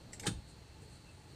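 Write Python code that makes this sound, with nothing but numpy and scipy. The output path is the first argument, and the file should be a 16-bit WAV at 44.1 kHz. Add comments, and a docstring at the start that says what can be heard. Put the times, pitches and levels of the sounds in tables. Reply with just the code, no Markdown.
"""A tin can is lowered onto the brass burner of a jar lamp in a quiet workshop.
Its rim ticks twice on the burner's prongs, scrapes and judders down by friction, and seats with a
rattling clack as quick impacts excite the can's modes. The push passes through the jar and thumps
the wooden bench, which sways at its low resonances. The metal sounds reverberate briefly in the
room; low rumble and faint hiss lie under it all."""
import sys
import numpy as np
from scipy import signal
from scipy.fft import rfft, irfft, next_fast_len
from scipy.io import wavfile
from scipy.ndimage import map_coordinates

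SR = 44100
rng = np.random.default_rng(int(sys.argv[2]) if len(sys.argv) > 2 else 0)


def transcribe(u):
    """Save the signal u as a 16-bit wav file named by the first command-line argument.

    u: samples, shape (n,) or (channels, n), limited to [-1, 1]; the rate is SR.
    q: integer samples, one column per channel.
    """
    v = np.clip(np.atleast_2d(u).T, -1, 1)
    q = np.round(v * 32767).astype(np.int16)
    wavfile.write(sys.argv[1], SR, q)


N = 59535


def amp(db):
    """Amplitude ratio of a level in decibels."""
    return 10 ** (np.asarray(db) / 20)


def unit(x):
    """Normalisation to rms 1."""
    return x / np.sqrt(np.mean(x ** 2) + 1e-20)


def along(points, hz):
    """Interpolation of (frequency_hz, value) points on a logarithmic frequency axis."""
    f, v = np.transpose(points)
    return np.interp(np.log(hz + 1), np.log(f + 1), v)


def clock():
    """Time of each sample in seconds."""
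    return np.arange(N) / SR


def level(points):
    """Amplitude envelope through (time_s, level_db) points."""
    return amp(np.interp(clock(), *np.transpose(points)))


def wobble(rate_hz):
    """Smooth random modulation: a spline through rate_hz Gaussian values a second."""
    return map_coordinates(rng.standard_normal(N // 8), [clock() * rate_hz + 2], mode="wrap")


def filtered(x, response):
    """Linear filtering: the spectrum of x is multiplied by a frequency response."""
    size = next_fast_len(N + 8192)
    return irfft(rfft(x, size) * response(np.fft.rfftfreq(size, 1 / SR)), size)[:N]


def noise(response):
    """White noise shaped by a frequency response, at rms 1."""
    return unit(filtered(rng.standard_normal(N), response))


def coloured(points):
    """Noise whose relative spectral density follows (frequency_hz, density_db) points."""
    return noise(lambda f: amp(along(points, f)))


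def band(hz, octaves):
    """Band noise with a Gaussian response in log frequency."""
    return noise(lambda f: np.exp(-.5 * (np.log2((f + 1) / hz) / octaves) ** 2))


def struck(start, attack, t60):
    """Impact envelope: a quick rise, then exponential decay of 60 dB in t60 seconds."""
    age = np.maximum(clock() - start, 0)
    return (1 - np.exp(-age / attack)) * np.exp(-np.log(1000) * age / t60)


def mode(start, hz, attack, t60, phase=0):
    """Free vibration of one struck mode: a damped sinusoid, its phase in cycles."""
    return struck(start, attack, t60) * np.sin(2 * np.pi * (hz * (clock() - start) + phase))


def workshop_rumble():
    """Ambient noise: a steady broadband floor under a low rumble that swells and sinks."""
    # frequency_hz, density_db
    floor_spectrum = [(25, -17), (62, 1.5), (120, -1.5), (200, -13), (260, -12), (310, -9), (480, -18),
                      (720, -19.5), (1100, -21), (2000, -22.5), (3600, -25), (5000, -28.5), (8760, -28.5),
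                      (10300, -39), (14800, -45.5), (15500, -46)]
    rumble_spectrum = [(25, -33), (70, -4), (120, 2), (190, -5), (260, -15.5), (420, -11.5), (700, -22.5),
                       (1500, -46)]
    # time_s, level_db
    rumble_levels = [(0, -62), (.45, -61.5), (.62, -58), (.7, -68.5), (.82, -54.5), (1.0, -60.5),
                     (1.22, -62), (1.34, -55)]
    return amp(db=-58) * coloured(floor_spectrum) + level(rumble_levels) * coloured(rumble_spectrum)


def workshop_hiss():
    """Amplitude-modulated noise: narrow bands waver, and faint high swishes come and go."""
    # centre_hz, width_octaves, level_db, wander_db
    narrow_bands = [(854, 0.085, -73.5, 1.5), (2684, 0.04, -78.5, -3.9)]
    # time_s, level_db
    high_band_levels = [(0, -68.5), (.42, -69), (.53, -67), (.65, -71.5), (.73, -70.5), (.78, -71),
                        (.85, -69), (.97, -66.5), (1.03, -69.5), (1.27, -72), (1.33, -65)]
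    # peak_s, half_width_s, level_db
    swishes = [(0.501, 0.026, -64.5), (0.831, 0.027, -67), (0.936, 0.047, -67), (1.14, 0.12, -73),
               (1.33, 0.041, -75.5)]
    # frequency_hz, density_db
    swish_spectrum = [(2500, -9), (5500, -13), (8300, 4), (9300, -2), (11000, -19), (15000, -33)]
    hiss = sum(amp(db + wander_db * wobble(rate_hz=12.86)) * band(hz, octaves)
               for hz, octaves, db, wander_db in narrow_bands)
    hiss += level(high_band_levels) * band(hz=4276, octaves=0.1)
    swell = sum(amp(db) * np.exp(-((clock() - peak) / width) ** 2) for peak, width, db in swishes)
    return hiss + swell * coloured(swish_spectrum)


def pressing():
    """Structure-borne sound: dull rubbing passes down through the jar as the can is pushed home."""
    # time_s, level_db
    push_levels = [(0, -60), (.13, -57.5), (.2, -59.5), (.24, -48), (.265, -50), (.31, -50.5), (.36, -60.5),
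                   (.42, -74)]
    # frequency_hz, density_db
    jar_spectrum = [(40, -3.5), (110, -1), (200, -4.5), (330, -8.5), (600, -12.5), (1000, -20.5),
                    (2500, -44.5)]
    return level(push_levels) * coloured(jar_spectrum)


def scrape():
    """Sliding friction: the can rubs down the prongs in short strokes of grainy band noise."""
    # start_s, length_s, level_db, centre_hz, width_octaves
    strokes = [(0.12, 0.025, -63, 8200, 0.18), (0.22, 0.024, -57.5, 7860, 0.18),
               (0.2309, 0.017, -51.5, 1940, 0.24), (0.225, 0.047, -58, 4170, 0.34),
               (.256, 0.0081, -46.5, 1450, 0.36), (0.254, 0.0094, -48.5, 7600, 0.33)]
    edge_s, grain_db = 0.0058, -0.5
    t, out = clock(), np.zeros(N)
    for start, length, db, hz, octaves in strokes:
        rise = np.clip((t - start) / edge_s, 0, 1)
        release = np.exp(-np.maximum(t - start - length, 0) / edge_s)
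        friction = band(hz, octaves) * amp(grain_db * wobble(rate_hz=400))
        out += amp(db) * rise * release * unit(friction)
    return out


def rim_ticks():
    """Impact excitation: each touch of the rim gives a broadband click and rings one prong's modes."""
    # start_s, level_db, attack_s, click_t60_s, ring_gain_db, edge_gain_db
    touches = [(0.1312, -45.5, 0.00064, 0.081, -2.5, -10), (0.1965, -45.5, 0.00054, 0.078, -2, -6)]
    # the click's body and its sharp edge: frequency_hz, density_db
    body_spectrum = [(700, -24), (1900, -3.5), (3600, -7.5), (6000, -5), (7800, 5.5), (9100, -8),
                     (9900, -12), (15000, -32)]
    edge_spectrum = [(3000, -20), (8000, 1), (11500, -18), (12500, -16), (15000, -17)]
    # one list of modes per prong: pitch_hz, gain_db, t60_s
    prongs = [
        [(1835, 0, 0.045), (1944, -2, 0.053), (2050, -6, 0.078), (5480, -2, 0.036), (5700, -1, 0.042),
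         (7620, -0.5, 0.099), (7470, -3, .07), (7830, -13.5, 0.14), (8650, -10, 0.13), (9350, -8.5, 0.12)],
        [(2217, -1.5, 0.048), (2836, -4, 0.074), (3670, -2.5, 0.056), (5130, 2, 0.026), (6160, -3, .05),
         (6450, 4, 0.056), (7840, -4, .06), (8240, -14, 0.051), (8760, -10, 0.31), (11500, -10.5, .08)],
    ]
    out = np.zeros(N)
    for (start, db, attack, click_t60, ring_db, edge_db), modes in zip(touches, prongs):
        click = noise(lambda f: np.hypot(amp(along(body_spectrum, f)),
                                         amp(edge_db + along(edge_spectrum, f))))
        ring = sum(amp(mode_db) * mode(start, hz, attack, t60, phase=rng.random())
                   for hz, mode_db, t60 in modes)
        out += amp(db) * (struck(start, attack, click_t60) * click + amp(ring_db) * ring)
    return out


def reverberation(x):
    """Convolution with the room's diffuse tail, in which each frequency decays at its own rate."""
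    # frequency_hz, t60_s
    decay_times = [(100, 0.62), (1000, 0.13), (4000, 0.24), (9000, 0.22), (15000, 0.13)]
    hz, t, spectra = signal.stft(rng.standard_normal(SR // 2), SR, nperseg=256)
    decay = np.exp(-np.log(1000) * t / along(decay_times, hz)[:, None])
    _, tail = signal.istft(spectra * decay, SR, nperseg=256)
    return signal.fftconvolve(x, tail / np.linalg.norm(tail))[:N]


def judder():
    """Friction-induced vibration: the can gives a swelling, unsteady tone just before it seats."""
    # time_s, level_db
    swell = [(.232, -69), (.24, -57), (.26, -47), (.268, -51), (.28, -79)]
    pitch_hz, wander_cycles = 828, 0.096
    t = clock()
    sliding = (t > swell[0][0]) & (t < swell[-1][0])
    cycles = pitch_hz * t + wander_cycles * wobble(rate_hz=247.1)
    return sliding * level(swell) * unit(np.sin(2 * np.pi * cycles))


def clack():
    """Repeated impact: each contact of the landing rim adds energy to the hand-damped can's modes."""
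    # start_s, level_db, tilt_db_per_octave
    contacts = [(.2662, -31, -3), (0.269, -32, 0), (0.273, -34.5, -1.6), (0.2872, -39, -6.5)]
    # the densely packed modes of thin sheet metal: frequency_hz, density_db
    sheet_spectrum = [(300, -6.5), (600, -13.5), (1000, -6.5), (1600, 2), (2200, -10), (3400, 1.5),
                      (5300, -3), (7000, -4.5), (8900, 6.5), (9900, -4), (10500, -14.5), (11400, -15),
                      (15000, -26)]
    # pitch_hz, gain_db, free_t60_s
    can_modes = [(822, -10, .11), (1271, -1, .1), (1454, -4, .1), (1694, 1, .1), (1842, -1, .1),
                 (2245, -11, .14), (2510, -9, .15), (2702, -7, .13), (3112, -1, .12), (3531, -7, .13),
                 (3630, -3, .11), (4156, -9, .13), (6045, -8, .11), (6696, -3, .12), (6895, -2, .11),
                 (8400, -3, .11), (8623, -2, .12), (8694, -1, .135), (8943, -4, .135)]
    attack_s, crash_t60_s, pivot_hz, ring_db = 0.00068, 0.063, 3500, -11.5
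    damped_ratio = 0.69  # the hand shortens each free decay to this fraction
    lowest_hz = sheet_spectrum[0][0]
    crash, ring = np.zeros(N), np.zeros(N)
    for start, db, tilt in contacts:
        sheet = noise(lambda f: amp(along(sheet_spectrum, f)
                                    + tilt * np.log2(np.maximum(f, lowest_hz) / pivot_hz)))
        crash += amp(db) * struck(start, attack_s, crash_t60_s) * sheet
    for hz, mode_db, free_t60 in can_modes:
        energy = sum((amp(db) * struck(start, attack_s, free_t60 * damped_ratio)) ** 2
                     for start, db, _ in contacts)
        ring += amp(mode_db) * np.sqrt(energy) * np.sin(2 * np.pi * (hz * clock() + rng.random()))
    return crash + amp(ring_db) * ring


def bench_thump():
    """Resonance: struck by the jar, the bench's low modes build up and fade."""
    # pitch_hz, gain_db, t60_s
    bench_modes = [(107.5, -0.5, .38), (138.2, 2, 0.21), (164.7, 0, 0.2), (193.3, -0.5, 0.27),
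                   (273.2, -15, 0.28), (313.5, -10.5, 0.3), (376.2, -9.5, 0.17), (472, -14, 0.24)]
    start_s, level_db, rise_cycles = 0.267, -34, 1.8
    return amp(level_db) * sum(amp(db) * mode(start_s, hz, rise_cycles / hz, t60, phase=k / 2)
                               for k, (hz, db, t60) in enumerate(bench_modes))


def jar_knock():
    """Heavy damping: the jar's modes die quickly as it meets the bench, leaving a dull knock."""
    # pitch_hz, gain_db, t60_s
    jar_modes = [(290.5, -6.5, 0.16), (355.4, -0.5, 0.077), (406, 0, 0.033), (506, -8.5, 0.048)]
    start_s, level_db, attack_s = 0.2675, -35.5, 0.00063
    return amp(level_db) * sum(amp(db) * mode(start_s, hz, attack_s, t60) for hz, db, t60 in jar_modes)


def bench_sway():
    """Damped free oscillation: the bench sways at very low frequencies after the blow."""
    # start_s, level_db, pitch_hz, t60_s
    sways = [(.318, -44.5, 58.3, 0.68), (0.326, -44, 36, 0.23), (0.344, -39.5, 83.3, 0.17),
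             (0.384, -33.5, 68.6, 0.088)]
    attack_s = 0.0052
    return sum(amp(db) * mode(start, hz, attack_s, t60) for start, db, hz, t60 in sways)


def scene():
    """Superposition of the metal and its reverberation, the jar and bench, and the ambient noise."""
    metal = rim_ticks() + scrape() + judder() + clack()
    tail = amp(db=-9.5) * reverberation(metal)
    jar_and_bench = pressing() + bench_thump() + jar_knock() + bench_sway()
    ambience = workshop_rumble() + workshop_hiss()
    return (metal + tail + jar_and_bench + ambience)[None]


def record(dry):
    """Band limiting: an ideal low-pass filter removes the highest treble."""
    cutoff_hz = 15500
    return np.array([filtered(x, lambda f: f < cutoff_hz) for x in dry])


dry = scene()
out = record(dry)
transcribe(out)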